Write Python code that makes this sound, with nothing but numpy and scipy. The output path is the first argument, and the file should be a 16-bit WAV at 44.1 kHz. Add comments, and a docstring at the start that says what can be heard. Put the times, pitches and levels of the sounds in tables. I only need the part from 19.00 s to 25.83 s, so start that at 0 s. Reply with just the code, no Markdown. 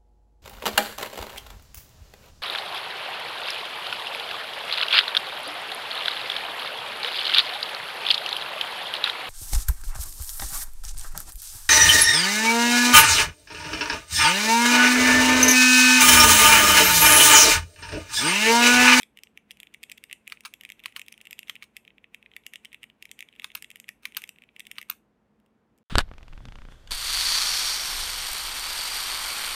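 """First comes the dying rattle of a space bar, then fast typing on a mechanical keyboard, close by on a desk.
Each key knocks on its housing: a few short decaying tones make the hollow clack, filtered noise its crack.
The long space bar also rattles on its steel wire: clumps of random taps ring its body, and the wire pings.
Stems scratch as they slide (shaped noise), and the desk and room answer with a short echo.
A far-off fan hums in a quiet room; after 5.9 s only four very faint knocks are left."""
import sys
import numpy as np
from scipy import signal
from scipy.fft import rfft, irfft
from scipy.io import wavfile
from scipy.ndimage import uniform_filter1d

SR = 44100
rng = np.random.default_rng(int(sys.argv[2]) if len(sys.argv) > 2 else 0)


def dump_mix(stems):
    """Bounce the given channels to the path in sys.argv[1] as a 16-bit WAV at rate SR."""
    frames = np.atleast_2d(stems).T  # one column per channel
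    limited = np.clip(frames, -1, 1)  # hard clip at full scale
    pcm = np.round(limited * 32767).astype(np.int16)
    wavfile.write(sys.argv[1], SR, pcm)


N = 301203

# every knock of a key on the bottom or top of its travel:
# (time [s], clack level [dB], keycap pitch [Hz], crack level relative to the clack [dB])
KEY_KNOCKS = [(0.0113, -40, 3350.0, -4), (0.02, -38, 3910.0, -5), (0.0313, -27, 3080, -9),
              (0.1728, -33.5, 2680, -11.5), (0.1884, -35.5, 2550, -11.5), (0.2349, -33, 2950, -3.5),
              (0.2712, -41.5, 2620, -24), (0.3747, -29.5, 2300.0, -13.0), (0.5085, -27, 2950, -11.5),
              (0.5145, -36, 2500, -2), (0.571, -45, 3080.0, -7), (0.6014, -31, 2970, -5.5),
              (0.6314, -30.5, 2460, -11.5), (0.6707, -36.5, 2770, -20.5), (0.7402, -39, 2800, -5),
              (0.745, -31, 2400, -14), (0.8313, -33.0, 2360, -3), (0.8362, -26, 2630, -8),
              (0.8976, -30.5, 2630.0, -9.0), (0.9164, -28.0, 2700, -4.5), (0.9204, -32, 2600, -5),
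              (0.9764, -41, 2700, -8), (0.9798, -34.5, 2820, -8.5), (1.0389, -30.5, 2430, -6.0),
              (1.0979, -38.0, 2370, -18), (1.1123, -28, 2250, -17), (1.1192, -37, 3000, -25),
              (1.1282, -23, 2500, -6.5), (1.2711, -36, 2630, -26), (1.2767, -26.5, 2520, -7.5),
              (1.2993, -35, 3100.0, -7), (1.3219, -20, 2650.0, -29), (1.3723, -39.5, 2300.0, -27),
              (1.407, -38.5, 2620, -3.5), (1.4514, -29, 2440, -14), (1.5385, -28.0, 2920, -6),
              (1.6104, -31, 2630, -9), (1.6353, -35.5, 2360, -6.0), (1.6505, -27, 2710, -11),
              (1.66, -43.5, 2680, -16.5), (1.6911, -34, 2580, -13.5), (1.7011, -28, 2220, -12.5),
              (1.7202, -30.5, 2880, -9), (1.7942, -38, 3150, -13), (1.8011, -39, 2300, -14.0),
              (1.8379, -35, 3240, -12), (1.844, -34, 2600.0, -33), (1.8582, -16, 2690, -17.0),
              (1.882, -41, 2350.0, -11.5), (1.9239, -42.0, 2230, -14), (1.963, -20, 2360, -12),
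              (1.9951, -26.5, 2400, -6), (2.0161, -26.5, 2830, -10), (2.0636, -45, 3100, -5),
              (2.0829, -30, 3000, -6.5), (2.1215, -43, 2500, -6), (2.1249, -33, 2500, -4.5),
              (2.1404, -40, 2880.0, -13), (2.1779, -38.5, 2760, -9), (2.205, -42, 2550, -30.0),
              (2.2134, -34.5, 2470, -4), (2.2538, -37, 2430, -12), (2.2589, -42, 2500, -14),
              (2.2705, -30.5, 2200, -12), (2.3095, -31.0, 2390, -3.5), (2.3291, -27, 2820, -8),
              (2.3823, -43, 2920, -18), (2.3911, -23.5, 2900, -6.5), (2.4304, -32, 2500, -15),
              (2.473, -40, 3000, -23), (2.4827, -35.5, 2500, -12), (2.4965, -16.5, 2820, -12.5),
              (2.5546, -31.5, 2650, -10), (2.563, -31.5, 2550, -28), (2.6242, -27.5, 2370, -23),
              (2.6301, -37, 2500, -12), (2.64, -39.5, 3260, -6.0), (2.7669, -27.5, 2550, -4.5),
              (2.7715, -36, 2600, -8), (2.8506, -42.0, 2740, -18), (2.878, -34.5, 2940, -19),
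              (2.9046, -43, 2620, -43), (2.9819, -39, 2280, -27), (3.0424, -35.0, 2380, -30),
              (3.1457, -27, 2450, -14), (3.2271, -38.5, 2530, -23), (3.261, -36.5, 2520, -28),
              (3.3155, -42, 2550.0, -25), (3.3368, -40, 3300, -23.0), (3.365, -26, 2280, -8.5),
              (3.4367, -49, 2970.0, -14), (3.4652, -25.5, 2440, -4.5), (3.536, -28.5, 2060, -9.5),
              (3.5415, -36, 2600, -12), (3.5574, -25.0, 2640, -12), (3.6486, -32, 2360, -8),
              (3.6543, -30, 2480, -14), (3.719, -43, 2960, -29), (3.7295, -35.5, 2370.0, -13),
              (3.7332, -41, 2500, -13), (3.745, -28.5, 2470, -16), (3.8313, -29.5, 2620, -13),
              (3.8397, -30.0, 2400, -16), (3.8998, -39, 2260, -19), (4.0252, -28.0, 2700, -8.5),
              (4.0542, -33.0, 2620, -8.5), (4.0921, -44, 3160, -15), (4.1144, -29.5, 2850, -5.5),
              (4.191, -30, 2380, -7.5), (4.206, -26, 2600, -9.5), (4.2255, -28, 2090, -14.5),
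              (4.2874, -38, 2970, -18), (4.3271, -43, 3080.0, -20), (4.3378, -47, 2680, -32),
              (4.3529, -47.0, 2890.0, -18), (4.362, -42.5, 2550, -15), (4.3969, -25.5, 2640, -15.5),
              (4.4201, -34, 2590, -15), (4.4316, -46.0, 2480, -23), (4.4436, -19.5, 2720, -11),
              (4.5026, -36.0, 2560, -24), (4.5173, -39, 2790.0, -14), (4.5508, -28, 3100, 0.0),
              (4.624, -30, 2220, -2.5), (4.6445, -29, 2670, -11), (4.7034, -33.0, 2770.0, -5.5),
              (4.714, -34, 2800, -10), (4.758, -32, 2250, -6.5), (4.77, -45, 3000, -7),
              (4.8, -34.0, 2700, -2), (4.8422, -39, 2420.0, -15), (4.883, -36, 2340.0, -13),
              (4.89, -24, 2020, -8.5), (5.0541, -17, 2740, -13), (5.071, -44, 2600, -2),
              (5.122, -39.5, 2580.0, -12.5), (5.148, -31.5, 2500, -17.5), (5.168, -18, 2500, -9),
              (5.2192, -32.5, 2300, -4), (5.239, -25, 2650, -11.5), (5.2758, -46, 3170.0, 1),
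              (5.2917, -28.5, 2970, -6.5), (5.3604, -46, 2360, -18.0), (5.3854, -40, 2550, -17),
              (5.421, -38.5, 2480, -17.5), (5.4374, -39.5, 2600, -19), (5.4897, -44, 2680, -44),
              (5.5639, -32.5, 2500, -16.5), (5.5956, -31.5, 2300, -4.5), (5.6039, -27, 2860, -10.5),
              (5.653, -40.5, 3040, -12.5), (5.6682, -31.5, 2900, -6), (5.7142, -24.5, 2520, -6.5),
              (5.756, -45.0, 2820, -17.5), (5.7653, -42, 2520.0, -28), (5.7832, -19, 2580, -20.0),
              (5.8145, -30.5, 2370, -8), (5.8276, -34, 2400, -7.5), (5.8985, -27.5, 3600, -1),
              (6.4004, -64, 2900, -2), (6.4619, -60, 2910, -5), (6.7778, -64, 2930, 5),
              (6.7853, -62.5, 2100.0, 2)]
# presses of the space bar: (landing time [s], landing rattle [dB], thumb touches earlier by [s],
# snap-back time [s], snap rattle [dB], snap rattle held for [s], wire ping [dB], low-mode gain from lift-off [dB])
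BAR_PRESSES = [(-.12, -35, .024, -.008, -37, .006, -50, -4), (1.3219, -34, .024, 1.4506, -34, .01, -50, 2),
               (1.8582, -33, .02, 1.963, -35, .0066, -40, 0),
               (2.4965, -34, .025, 2.6242, -44.5, .008, -55, -3),
               (4.4436, -33, .017, 4.5508, -31, .0035, -27.5, -5),
               (5.0541, -35, .03, 5.168, -28, .006, -22.5, -1),
               (5.7832, -33, .028, 5.8981, -29.5, .0035, -19, 2)]
# single loud taps of the loose wire: (time [s], level [dB])
WIRE_TAPS = [(1.4365, -34), (1.4565, -16), (1.4665, -26), (1.4755, -28), (1.4795, -27), (4.5545, -21),
             (4.5828, -28), (4.5879, -30), (5.0331, -30), (5.172, -14), (5.9115, -22), (5.923, -24),
             (5.934, -29)]
# tones of the plate under the keys: (frequency [Hz], relative level [dB], time to fall 60 dB [s])
PLATE_TONES = [(1950, -5, .008), (2300, -1.5, .008), (2700, 0, .009), (3150, -2, .008), (3650, -3, .007)]
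# housing resonances that colour the crack: (frequency [Hz], width [Hz], gain [dB])
HOUSING_MODES = [(5040, 1300, 9.5), (6370, 4500, 7.5), (8540, 2300, 9.5), (11980, 1000, 6),
                 (14800, 1500, -2)]
# thump of the whole board under every key: (frequency [Hz], width [Hz], gain [dB])
BOARD_MODES = [(150, 150, -22), (770, 110, -20), (1220, 130, -15), (1420, 160, -19)]
# resonances of the space bar's body: (frequency [Hz], width [Hz], gain [dB])
BAR_MODES = [(864, 300, -18), (1022, 200, -8), (1240, 150, -3), (1620, 220, -7.5), (2115, 300, -7.5),
             (2500, 430, -1.5), (3080, 730, -7.5), (3667, 860, -8), (4500, 650, -2), (5400, 900, -15),
             (6480, 303, -13), (8600, 1400, -15.5), (10310, 320, -12), (11500, 1500, -25.5),
             (14900, 500, -15.5)]
# colour of the stem scratch: (frequency [Hz], relative level [dB])
SCRATCH_SPECTRUM = [(900, -14), (1700, -5.5), (2500, 1.5), (3600, -10), (4600, -20.5), (8000, -20),
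                    (12000, -20), (16000, -31)]
# echo of desk and room: (frequency [Hz], time to fall 60 dB [s], relative level [dB])
ECHO_BANDS = [(780, 0.075, -2), (2500, 0.24, -4.5), (4550, 0.16, -8), (6670, 0.22, -1), (12000, 0.23, -2.5),
              (15000, 0.048, -10)]
# colour of the air noise: (frequency [Hz], relative level [dB])
AIR_SPECTRUM = [(15, -46.5), (25, -28.5), (53, -7.5), (80, -15), (214, -8.5), (296, -10.5), (410, -15),
                (445, -11.5), (524, -17.5), (1060, -21.5), (1150, -24.5), (1510, -25), (4730, -43),
                (16500, -54)]
# fuzzy fan tones: (frequency [Hz], width [Hz], level [dB])
FAN_TONES = [(201.5, 7.6, -79.5), (220, 13, -75.5), (440, 8.9, -88.5), (487, 8, -89), (600, 8, -93)]

# keys
PLATE_LOW_HZ, PLATE_HIGH_HZ = 1500, 4650  # the plate falls silent outside these edges
CRACK_FROM_HZ = 3700
USUAL_HZ, USUAL_DB = 2600, -33  # a usual keycap and a usual knock
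THUMP_DB_PER_OCTAVE = -18  # wide, low-pitched caps thump the board harder

# space bar; levels "under the rattle" are relative to the rattle of that press
LAND_HELD_S = .002  # the rattle of a landing stays full this long
LAND_BLOW_DB, SNAP_BLOW_DB = 24, 22.5  # peak of the first firm contact over the rattle
SCUFF_DB = -51  # thumb scuffing the loose bar until it lands
LIFT_S, LIFT_DB = .012, -25  # chatter as the thumb lets go: time before the snap, level under the rattle
BOUNCE_S, BOUNCE_FOR_S, BOUNCE_DB = .011, .017, -11  # wire bounce after a snap: delay, length, level under the rattle
LOW_MODES = 3  # how many of the bar's modes bend its whole length
LAND_LOW_DB = -1  # the thumb damps the low modes while it holds the bar
STIFF_MODE, STIFF_TAIL_DB = 8, -13  # the loose rattle hardly reaches the stiff mode near 4.5 kHz
WIRE_HZ, WIRE_T60_S, PING_DELAY_S = 13490, .013, .003
THUD_HZ, THUD_DB, THUD_T60_S = 95, -33, .1  # desk under the bar, level under the rattle

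# scratch
SLIDE_DB, SLIDE_S = -34.5, .0088  # stem closing in on its stop: level under the knock, build-up time
RUB_DB, RUB_S = -91.5, .4  # swell of rubbing around a usual knock: level, length
RUB_FOLLOWS = .3  # dB of rubbing per dB of knock

# surroundings
ECHO_DB, AIR_DB = -19.5, -69.5
MIC_CUT_HZ, EDGE_HZ = 23, 16600  # lowest and highest pitch let through


def gain_of(db):
    """Turns decibels into amplitude."""
    return 10 ** (np.asarray(db) / 20)


def evened(x):
    """Scales a signal to an rms (average strength) of 1."""
    return x / np.sqrt(np.mean(x ** 2) + 1e-20)


def read(points, hz):
    """Reads a table between its points on a log-frequency axis."""
    f, value = np.transpose(points)
    return np.interp(np.log(hz + 1), np.log(f + 1), value)


def add(mix, s, sound):
    """Mixes a sound in at time s, cutting off what falls outside the scene."""
    at = round(s * SR)
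    part = mix[max(at, 0):][:max(len(sound) + min(at, 0), 0)]
    part += sound[max(-at, 0):][:len(part)]


def resonate(x, modes):
    """Rings a body: each mode is a resonant filter, and neighbours have opposite sign."""
    out = np.zeros(len(x))
    for k, (hz, width, db) in enumerate(modes):
        b, a = signal.iirpeak(hz, hz / width, SR)
        out += (-1) ** k * gain_of(db) * signal.lfilter(b, a, x)
    return out


def noise(spectrum):
    """Makes steady noise of rms 1 with a given spectrum."""
    hz = np.fft.rfftfreq(N, 1 / SR)
    white = rfft(rng.standard_normal(N))
    return evened(irfft(white * gain_of(read(spectrum, hz)), N))


def keys():
    """Each knock rings the plate tones nearest its keycap pitch; a hard edge adds a short crack of treble."""
    t = np.arange(1024) / SR
    clacks, thumps, cracks = np.zeros((3, N))
    plate = signal.cheby2(4, 30, (PLATE_LOW_HZ, PLATE_HIGH_HZ), "band", fs=SR, output="sos")
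    draws = rng.standard_normal((len(KEY_KNOCKS), len(t) + 2 * len(PLATE_TONES)))
    rebounds = rng.random((len(KEY_KNOCKS), 3, 2))
    plate_hz = np.array(PLATE_TONES)[:, 0]
    for (s, db, hz, crack_db), draw, rebound in zip(KEY_KNOCKS, draws, rebounds):
        # every knock is a little different in tuning and balance
        detune, tilt = draw[len(t):].reshape(2, -1)
        near_db = 3.5 * tilt - 65 * np.log2(plate_hz / hz) ** 2
        ring = np.zeros(len(t))
        for (f, level, t60), shift, near in zip(PLATE_TONES, detune, near_db):
            tone = np.sin(2 * np.pi * f * (1 + .05 * shift) * t)
            ring += gain_of(level + near - 60 * t / t60) * tone
        ring = signal.sosfilt(plate, ring)
        ring = gain_of(db) * ring / abs(ring).max()

        thump_db = db + THUMP_DB_PER_OCTAVE * np.log2(hz / USUAL_HZ) + 3 * tilt[0]
        add(thumps, s, gain_of(thump_db) * np.hanning(15))

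        # a sharp burst of noise with a weaker, longer tail
        fade = gain_of(-60 * t / .005) + gain_of(-20 - 60 * t / .025)
        burst = gain_of(db + crack_db) * fade * draw[:len(t)]
        add(clacks, s, ring)
        add(cracks, s, burst)
        for when, size in rebound:  # the cap rocks and touches again, more weakly
            add(clacks, s + .001 + .009 * when, gain_of(-12 - 20 * size - 14 * when) * ring)
            add(cracks, s + .00059 + .009 * when, gain_of(-26 - 14 * size - 8 * when) * burst)
    treble = signal.butter(3, CRACK_FROM_HZ, "high", fs=SR, output="sos")
    cracks = signal.sosfilt(treble, cracks)
    return clacks + resonate(thumps, BOARD_MODES) + resonate(cracks, HOUSING_MODES)


def bar():
    """The bar chatters on its wire in uneven clumps of taps; the wire pings and the desk thuds."""
    t = np.arange(9000) / SR
    level, firm, rings, blows, low = np.zeros((5, N))
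    wobble = 1 + .5 * evened(uniform_filter1d(rng.standard_normal(N), 30))
    for land, land_db, lead, snap, snap_db, snap_held, ping_db, low_db in BAR_PRESSES:
        # the low modes change as the thumb touches and as it lets go
        low[max(round((land - lead) * SR), 0):] = gain_of(LAND_LOW_DB)
        low[max(round((snap - LIFT_S) * SR), 0):] = gain_of(low_db)

        # light chatter: scuff before the landing, lift before the snap, bounce after it
        add(level, land - lead, gain_of(SCUFF_DB) * np.linspace(1, .6, round(lead * SR)))
        add(level, snap - LIFT_S, gain_of(snap_db + LIFT_DB) * np.ones(round(LIFT_S * SR)))
        bounce = np.linspace(1, .6, round(BOUNCE_FOR_S * SR))
        add(level, snap + BOUNCE_S, gain_of(snap_db + BOUNCE_DB) * bounce)

        landing = land, land_db, LAND_HELD_S, LAND_BLOW_DB
        snapping = snap, snap_db, snap_held, SNAP_BLOW_DB
        for s, db, held, blow_db in (landing, snapping):
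            after = np.maximum(t - held, 0)
            add(firm, s, gain_of(db - 60 * after / .012))
            # the loose rattle dies fast at first, then slowly
            add(level, s, gain_of(db) * (gain_of(-5 - 60 * after / .025) + gain_of(-14 - 60 * after / .16)))
            add(blows, s, gain_of(db + blow_db) * np.hanning(9))
            add(rings, s, gain_of(db + THUD_DB - 60 * t / THUD_T60_S) * np.sin(2 * np.pi * THUD_HZ * t))

        rise = np.exp(np.minimum(t - PING_DELAY_S, 0) / .0008)
        ping = rise * gain_of(ping_db - 60 * np.maximum(t - PING_DELAY_S, 0) / WIRE_T60_S)
        soft_start = np.minimum(t / .0003, 1)
        add(rings, snap, ping * np.sin(2 * np.pi * WIRE_HZ * t) * soft_start)

    clumps = gain_of(3 * evened(uniform_filter1d(rng.standard_normal(N), 60)))
    struck = rng.random(N) < 6000 / SR  # about 6000 taps a second
    taps = clumps * struck * rng.standard_normal(N) * 5
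    loose = level * taps
    for (s, db), grit in zip(WIRE_TAPS, rng.standard_normal((len(WIRE_TAPS), 100))):
        add(loose, s, gain_of(db - 60 * t[:len(grit)] / .004) * grit)

    drive = firm * taps + loose + blows
    low_part = resonate(low * drive, BAR_MODES[:LOW_MODES])
    high_part = resonate(drive, BAR_MODES[LOW_MODES:])
    # the loose share of the stiff mode is mostly taken out again
    stiff = resonate(loose, BAR_MODES[STIFF_MODE:STIFF_MODE + 1])
    spared = (1 - gain_of(STIFF_TAIL_DB)) * stiff
    return low_part - high_part - spared + rings * wobble


def scratch():
    """Stems rub in their housings: a patchy hiss thickens with the typing and swells just before each knock."""
    level = np.zeros(N)
    before = np.arange(-1500, 0) / SR
    for at, knock_db, *_ in KEY_KNOCKS:
        rub_db = RUB_DB + RUB_FOLLOWS * (knock_db - USUAL_DB)
        add(level, at - RUB_S / 2, gain_of(rub_db) * np.hanning(round(RUB_S * SR)))
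        add(level, at + before[0], gain_of(knock_db + SLIDE_DB) * np.exp(before / SLIDE_S))
    patches_db = evened(uniform_filter1d(rng.standard_normal(N), 150))
    return level * gain_of(patches_db) * noise(SCRATCH_SPECTRUM)


def echo(x):
    """Sparse reflections of random sign follow a short gap, each band dying at its own speed."""
    out = np.zeros(N)
    turn = np.arange(N) / SR * 7 * np.pi
    f, t60, db = np.transpose(ECHO_BANDS)
    for k in range(3):  # three different tails take turns
        taps = np.zeros(SR // 4)
        at = np.arange(220, len(taps) - 20, 12)
        taps[at + rng.integers(0, 12, len(at))] = rng.choice([-1., 1.], len(at))
        # split into bands over time, fade each band, put them together again
        hz, t, z = signal.stft(taps, SR, nperseg=128)
        fade_db = np.interp(hz, f, db)[:, None] - 60 * t / np.interp(hz, f, t60)[:, None]
        tail = signal.istft(z * gain_of(fade_db), SR, nperseg=128)[1]
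        share = np.sqrt(2 / 3) * np.cos(turn + k * np.pi / 3)
        out += signal.oaconvolve(x * share, tail / np.linalg.norm(tail))[:N]
    return out


def room_tone():
    """Fuzzy fan tones, made by narrow filters on noise, lie over low air noise."""
    hum = np.zeros(N)
    for hz, width, db in FAN_TONES:
        hum += gain_of(db) * evened(resonate(rng.standard_normal(N), [(hz, width, 0)]))
    return gain_of(AIR_DB) * noise(AIR_SPECTRUM) + hum


def scene():
    """Adds up the keyboard, its echo, the scratching stems and the room."""
    hits = keys() + bar()
    return (hits + gain_of(ECHO_DB) * echo(hits) + scratch() + room_tone())[None]


def record(dry):
    """The microphone drops the deepest bass; a steep filter then removes the highest treble."""
    bass_cut = signal.butter(3, MIC_CUT_HZ, "high", fs=SR, output="sos")
    heard = signal.sosfilt(bass_cut, dry)
    treble_cut = signal.firwin(255, EDGE_HZ, window=("kaiser", 9), fs=SR)
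    return signal.oaconvolve(heard, treble_cut[None], "same")


dry = scene()
out = record(dry)
dump_mix(out)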